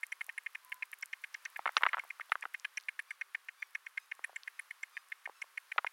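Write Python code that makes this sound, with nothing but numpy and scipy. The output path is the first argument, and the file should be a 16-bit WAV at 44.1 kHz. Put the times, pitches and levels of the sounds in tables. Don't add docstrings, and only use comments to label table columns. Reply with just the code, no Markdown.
import sys
import numpy as np
from scipy import signal
from scipy.fft import rfft, irfft
from scipy.io import wavfile
from scipy.ndimage import uniform_filter1d

SR = 44100
rng = np.random.default_rng(int(sys.argv[2]) if len(sys.argv) > 2 else 0)


def dump_mix(stems):
    frames = np.atleast_2d(stems).T
    limited = np.clip(frames, -1, 1)
    pcm = np.round(limited * 32767).astype(np.int16)
    wavfile.write(sys.argv[1], SR, pcm)


N = 261072
CUTOFF_HZ = 16200
SIZE, LEAD_S = 2048, 0.006
AGE_S = np.arange(SIZE) / SR - LEAD_S


def bites(jitter_s=0.000015, uneven_db=2.5, scrape_s=0.0035, tail_db=-25.5, tail_t60_s=0.05):
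    # start_s, rasp_db, squeak_db, chirp_db, sizzle_db
    strokes = [(0.031, -34.5, -67.7, -62.1, -57.5), (0.121, -36, -55.5, -61, -54),
               (0.209, -36, -71, -74.7, -59.5), (0.2918, -39, -70, -76, -68.1),
               (0.3777, -36.5, -72.2, -67.3, -52.5), (0.4622, -35.5, -71, -76.0, -74.0),
               (0.5491, -39, -68, -76.6, -65), (0.7195, -36.5, -78, -78, -65.8),
               (0.8239, -34, -86, -78, -72.2), (0.9296, -42, -73, -76, -60.4),
               (1.0266, -37, -49.5, -59.9, -73), (1.1304, -36.5, -60.5, -69.9, -71.7),
               (1.2387, -38.7, -66.2, -77, -66.5), (1.3442, -39.0, -53, -71, -79),
               (1.454, -38, -49, -72.7, -70), (1.5594, -39.5, -82, -78, -69),
               (1.6717, -35.5, -72, -72.3, -67), (1.775, -35.6, -44, -68, -54.6),
               (1.886, -39, -64, -66, -63.1), (1.9926, -36.5, -66, -65, -66),
               (2.1025, -38.5, -73, -71.9, -69.8), (2.208, -39.8, -69.3, -76.9, -75.4),
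               (2.319, -35, -63.5, -64, -54.5), (2.4237, -39, -75, -75, -70), (2.543, -36, -68, -74, -65),
               (2.6465, -34.0, -65, -81, -59.5), (2.774, -35.0, -43, -68, -55),
               (2.885, -33.0, -70.3, -72.3, -59.5), (2.9919, -35.1, -68, -65.4, -55),
               (3.1064, -38, -68, -62.5, -60.9), (3.212, -34.5, -61.8, -73, -70),
               (3.3468, -33.5, -70, -72.9, -68.2), (3.486, -40, -72, -75, -76),
               (3.6225, -36, -63, -79, -68.5), (3.7499, -34.5, -57.3, -73, -66),
               (3.8643, -41.5, -66, -71, -76.4), (3.9739, -33.5, -69.7, -69, -65.5),
               (4.1147, -36.5, -71, -82, -71), (4.2408, -34.5, -63.8, -56.8, -49.4),
               (4.3599, -38, -66, -52.5, -65), (4.4752, -38.5, -73, -71, -63.5),
               (4.592, -38.9, -77, -74, -50.2), (4.7065, -40.5, -72.6, -72.2, -63),
               (4.831, -37, -57, -54.0, -64.5), (4.9684, -38, -76, -78, -70.4),
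               (5.1188, -37.5, -96, -84, -76.1), (5.2562, -38, -71, -77, -70),
               (5.418, -37.5, -57, -61, -58.5), (5.5743, -36, -67, -68, -60),
               (5.7171, -37, -76, -74, -64.5), (5.8654, -34, -66, -74.2, -64)]
    # delay_s, gain_db
    teeth = [(.0002, -1.0), (.00346, 1.5), (.00672, -3.0), (.00998, -20.0)]
    # freq_hz, gain_db
    leaf_spectrum = [(100, -48), (280, -50), (500, -43), (1050, -18.5), (1400, -20), (1680, 2.5), (1900, 0),
                     (2150, 4), (2480, -3.5), (2800, -11.5), (3050, -14), (3500, -27), (4500, -30.5),
                     (16000, -69)]
    # freq_hz, width_hz, gain_db
    squeak = [(5400, 110, -9.5), (5710, 140, 3), (6380, 78, -12.5)]
    chirp = [(7600, 140, 0)]
    sizzle = [(9320, 440, -7), (9650, 87, 4), (10120, 180, 2.5), (11350, 140, -10.5)]
    # delay_s, length_s
    tears = [(-.0028, .003), (-0.00089, 0.0038), (.0016, 0.0048)]
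    out = np.zeros(N)
    leaf = cut(response(leaf_spectrum), 130, "high")
    for start_s, rasp_db, *fibre_levels_db in strokes:
        catches = np.zeros(SIZE)
        for delay_s, gain_db in teeth:
            strength = from_db(gain_db + uneven_db * rng.normal())
            catches += strength * click(delay_s + jitter_s * rng.normal())
        tooth = at_level(click(0), 0) + at_level(scrape(scrape_s), -2)
        jaw = signal.fftconvolve(catches, tooth[round(LEAD_S * SR):])[:SIZE]
        tail = rng.standard_normal(SIZE) * (AGE_S > 0) * from_db(-60 * AGE_S / tail_t60_s)
        force = at_level(jaw, 0) + at_level(rasp(0, 0.0088), 0) + at_level(tail, tail_db)
        bite = at_level(signal.fftconvolve(force, leaf)[:SIZE], rasp_db)
        for modes, (delay_s, length_s), db in zip((squeak, chirp, sizzle), tears, fibre_levels_db):
            bite += at_level(fibres(rasp(delay_s, length_s), modes), db)
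        add(out, start_s, bite)
    return out


def fibres(force, modes, skirt_ratio=0.8):
    ring = sum((-1) ** k * from_db(gain_db) * resonate(force, hz, width_hz)
               for k, (hz, width_hz, gain_db) in enumerate(modes))
    ring = cut(ring, modes[0][0] * skirt_ratio, "high", order=3)
    return cut(ring, modes[-1][0] / skirt_ratio, "low", order=3)


def creaks(rattle_s=0.0034, rub_s=0.014, crack_gain_db=-8):
    # start_s, thud_db, thud_hz, crack_db (before crack_gain_db), crack_hz
    slips = [(0.2137, -44, 1410, -61, 2100), (0.2845, -61.5, 740, -82, 1900),
             (1.5922, -39.5, 790, -45.5, 2320), (1.5956, -63, 720, -60.6, 2030),
             (1.6567, -34, 1040, -28.5, 1930), (1.662, -31.5, 1020, -50, 2240),
             (1.6663, -56, 1220, -61, 1800), (1.6773, -34.5, 1240, -41, 1940),
             (1.6917, -38.5, 1050, -37.5, 2100), (1.7679, -29.5, 1310, -20.5, 3220),
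             (1.7676, -27, 1180, -22, 2580), (1.7711, -38, 1070, -39, 5070), (1.7756, -41, 950, -57, 2410),
             (1.778, -47, 1060, -55, 2420), (1.8094, -47, 950, -57, 2450), (1.8155, -48, 950, -63.7, 2210),
             (1.8228, -39.5, 1070, -39, 2160), (1.8337, -25.5, 1360, -35, 2060),
             (1.8357, -29.5, 1090, -20.5, 2190), (1.8378, -47, 1350, -60, 1720),
             (1.8404, -45, 1070, -46.7, 1960), (1.8536, -33, 1130, -38, 2050),
             (1.8581, -50, 1200, -45, 1970), (1.8644, -42, 1260, -32.5, 1930),
             (1.8647, -25.5, 1210, -39.5, 2120), (1.8677, -31.5, 1080, -31.5, 2300),
             (1.872, -57, 1350, -49, 2010), (1.9317, -35.5, 1290, -26.5, 2030),
             (1.9342, -48, 1130, -37, 2060), (1.9376, -39.5, 1290, -65, 2110),
             (1.942, -34.5, 1070, -35, 2120), (1.9451, -33.5, 1200, -42.3, 1860),
             (1.9703, -39.5, 1020, -46.1, 2020), (1.9794, -41.5, 1110, -51.5, 1800),
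             (1.9847, -39.5, 1070, -52, 1950), (2.037, -53, 900, -55, 2130),
             (2.0491, -59.2, 740, -76, 1900), (2.1977, -43, 1110, -50, 1920),
             (2.2963, -59.5, 676, -53, 3430), (2.3192, -26.5, 1300, -21.5, 2050),
             (2.3548, -36, 1130, -38, 2010), (2.4382, -49, 940, -48, 2160), (2.454, -38, 1150, -46, 2030),
             (2.4575, -53, 690, -63, 2140), (4.1929, -53.5, 750, -64.8, 2050),
             (4.2808, -68, 910, -76, 1900), (4.2946, -56, 704, -70, 1900), (4.3, -64, 766, -74, 1900),
             (4.33, -62.5, 790, -73, 1900), (5.2749, -48, 755, -76, 1900), (5.2901, -59.5, 590, -78, 1900),
             (5.2953, -50, 666, -57, 1930), (5.4405, -61, 790, -76, 1900), (5.7609, -56.5, 690, -78, 1900),
             (5.7808, -32, 1300, -23, 2320), (5.7837, -27, 1160, -30, 2150), (5.7885, -38, 970, -66, 2230),
             (5.7918, -59, 670, -66, 2270), (5.8458, -35.0, 1005, -44.5, 2130)]
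    out = np.zeros(N)
    for start_s, thud_db, thud_hz, crack_db, crack_hz in slips:
        rattle = at_level(rasp(-0.00042, rattle_s), -2.5)
        rub = at_level(scrape(rub_s), -15.5)
        force = at_level(click(0), 0) + rattle + rub
        force = cut(force, 0.36 * thud_hz, "high", order=3)
        force = cut(force, 1.69 * crack_hz, "low", order=6)
        thud = resonate_twice(force, thud_hz, 0.91 * thud_hz)
        crack = cut(resonate(force, crack_hz, 0.16 * crack_hz), crack_hz, "high", order=3)
        add(out, start_s, at_level(thud, thud_db) + at_level(crack, crack_db + crack_gain_db))
    return out


def crackles(splinter_s=0.0018, splinter_db=-12):
    # start_s, level_db, centre_hz
    snaps = [(0.0674,-57.5,10100), (0.223,-70,13000), (0.2435,-60.5,10200), (0.2661,-56.5,12600),
             (0.4363,-68,15000), (0.461,-69,14000), (0.6484,-58.5,15000), (0.6968,-63,15000),
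             (0.7189,-69,12500), (0.7436,-57,14000), (0.9169,-57,15000), (0.9413,-60,13500),
             (0.9881,-62,13000), (1.0121,-62,12500), (1.0586,-54,10100), (1.2187,-67.5,14500),
             (1.2404,-68,9500), (1.3445,-53.5,4860), (1.4525,-52,4800), (1.5018,-64,15000),
             (1.573,-58,14000), (1.721,-65,14000), (1.8204,-62,12500), (2.0417,-62.5,15100),
             (2.0922,-67.5,13000), (2.4101,-59.5,8810), (2.5385,-63,15000), (2.598,-56,5700),
             (2.80,-62,4400), (2.8097,-63,4400), (2.837,-66,4500), (3.9999,-70,12000), (4.1515,-66.5,9100),
             (4.434,-53.5,4040), (5.0865,-68,9370)]
    out = np.zeros(N)
    for start_s, level_db, centre_hz in snaps:
        force = at_level(click(0), 0) + at_level(rasp(0, splinter_s), splinter_db)
        snap = resonate(force, centre_hz, 0.5 * centre_hz)
        snap = cut(snap, min(1.48 * centre_hz, CUTOFF_HZ), "low", order=8)
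        snap = cut(snap, 0.5 * centre_hz, "high")
        add(out, start_s, at_level(snap, level_db))
    return out


def fine_crackle(start_rate_per_s=31, impulse_db=-41, spread_db=2):
    onsets = rng.random(N) < start_rate_per_s / SR * np.geomspace(1, 0.15, N)
    strength = from_db(impulse_db - spread_db * rng.standard_normal(N))
    return resonate(onsets * strength, hz=12500, width_hz=8000)


def bird(gain_db=-2):
    # start_s, length_s, pitch_hz, level_db (before gain_db)
    peeps = [(3.06, 0.11, 1168, -67.5), (3.55, 0.15, 1173, -68.5), (3.97, 0.11, 1270, -69),
             (4.52, 0.13, 1270, -71.5), (4.92, 0.11, 1213, -65), (5.33, 0.11, 1310, -69)]
    # multiple, relative_db
    partials = [(1, -1), (2, -1), (3, -4), (4, -3.5), (5, -6), (6, -12), (7, -11.5)]
    out = np.zeros(N)
    for start_s, length_s, pitch_hz, level_db in peeps:
        peep = tone(length_s, pitch_hz, partials, waver=0.022, flicker_db=3)
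        add(out, start_s, from_db(level_db + gain_db) * peep)
    return out


def whistle(start_s=0.6, length_s=0.27, pitch_hz=1011.36, level_db=-62.5):
    out = np.zeros(N)
    add(out, start_s, tone(length_s, pitch_hz, [(1, level_db)], waver=0.004, flicker_db=4.5))
    return out


def hiss(rush_gain_db=3.5, treble_gain_db=-3.5, split_hz=4020):
    # freq_hz, relative_db
    spectrum = [(30, -52), (150, -33.5), (290, -39.5), (460, -16.5), (680, -13.5), (1080, 0), (1330, 0),
                (1620, 0), (2400, -5), (3500, -9), (5500, -13), (7500, -16.5), (10000, -13), (16000, -19.5)]
    # time_s, rush_db, treble_db
    levels = [(0.0, -70.5, -67), (0.66, -70.5, -67), (0.99, -70.5, -68), (1.15, -70, -66),
              (1.68, -66, -64.5), (1.81, -62.5, -61.5), (1.91, -62.5, -64.5), (2.11, -68.5, -65.5),
              (3.18, -71.5, -68.5), (4.02, -72, -68.5), (4.34, -69.5, -67.5), (4.62, -70.5, -66.5),
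              (5.14, -71, -68), (5.72, -70.5, -66), (5.92, -70, -65.5)]
    # freq_hz, width_hz, rms_db
    modes = [(394, 13, -97.5), (548, 18, -97.5), (1098, 37, -81.5)]
    time_s, rush_db, treble_db = np.transpose(levels)
    out = np.zeros(N)
    for kind, band_db in (("low", rush_db + rush_gain_db), ("high", treble_db + treble_gain_db)):
        noise = signal.fftconvolve(rng.standard_normal(N + SIZE), response(spectrum), "valid")[:N]
        envelope = from_db(np.interp(np.arange(N) / SR, time_s, band_db))
        out += envelope * rms_one(cut(noise, split_hz, kind, order=4))
    for hz, width_hz, rms_db in modes:
        out += from_db(rms_db) * rms_one(resonate_twice(rng.standard_normal(N), hz, width_hz))
    return out


def click(delay_s):
    return np.maximum(1 - np.abs(AGE_S - delay_s) * SR, 0)


def rasp(delay_s, length_s):
    return np.sin(np.pi * np.clip((AGE_S - delay_s) / length_s, 0, 1)) * rng.standard_normal(SIZE)


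def scrape(length_s):
    return np.clip(1 - AGE_S / length_s, 0, 1) * (AGE_S >= 0) * rng.standard_normal(SIZE)


def tone(length_s, hz, partials, waver, flicker_db):
    count = int(length_s * SR)
    pitch_hz = hz * (1 + waver * wobble(count))
    phase = 2 * np.pi * np.cumsum(pitch_hz) / SR
    stack = sum(from_db(db + flicker_db * wobble(count)) * np.sin(k * phase) for k, db in partials)
    return np.sin(np.linspace(0, np.pi, count)) * stack


def wobble(count):
    return rms_one(uniform_filter1d(rng.standard_normal(count), size=900))


def resonate(x, hz, width_hz):
    radius = np.exp(-np.pi * width_hz / SR)
    zeros = np.array([1, 0, -1]) * (1 - radius ** 2) / 2
    poles = [1, -2 * radius * np.cos(2 * np.pi * hz / SR), radius ** 2]
    return signal.lfilter(zeros, poles, x + 1e-18)


def resonate_twice(x, hz, width_hz):
    return resonate(resonate(x, hz, width_hz), hz, width_hz)


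def cut(x, hz, kind, order=2):
    return signal.sosfilt(signal.butter(order, min(hz, SR / 2 - 10), kind, fs=SR, output="sos"), x)


def response(spectrum):
    hz, db = np.transpose(spectrum)
    bins_hz = np.maximum(np.arange(SIZE // 2 + 1) * SR / SIZE, 1)
    magnitude = from_db(np.interp(np.log(bins_hz), np.log(hz), db))
    cepstrum = irfft(np.log(magnitude))
    cepstrum[1:SIZE // 2] *= 2
    cepstrum[SIZE // 2 + 1:] = 0
    return irfft(np.exp(rfft(cepstrum)))


def from_db(db):
    return 10 ** (np.asarray(db) / 20)


def rms_one(x):
    return x / np.sqrt(np.mean(x ** 2) + 1e-20)


def at_level(x, db):
    return from_db(db) * x * np.sqrt(0.01 * SR / (np.sum(x ** 2) + 1e-20))


def add(out, start_s, sound):
    first = max(round((start_s - LEAD_S) * SR), 0)
    part = out[first:first + len(sound)]
    part += sound[:len(part)]


def scene():
    return (bites() + creaks() + crackles() + fine_crackle() + bird() + whistle() + hiss())[None]


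def record(dry):
    return signal.sosfilt(signal.ellip(10, 0.1, 70, CUTOFF_HZ, fs=SR, output="sos"), dry)


dry = scene()
out = record(dry)
dump_mix(out)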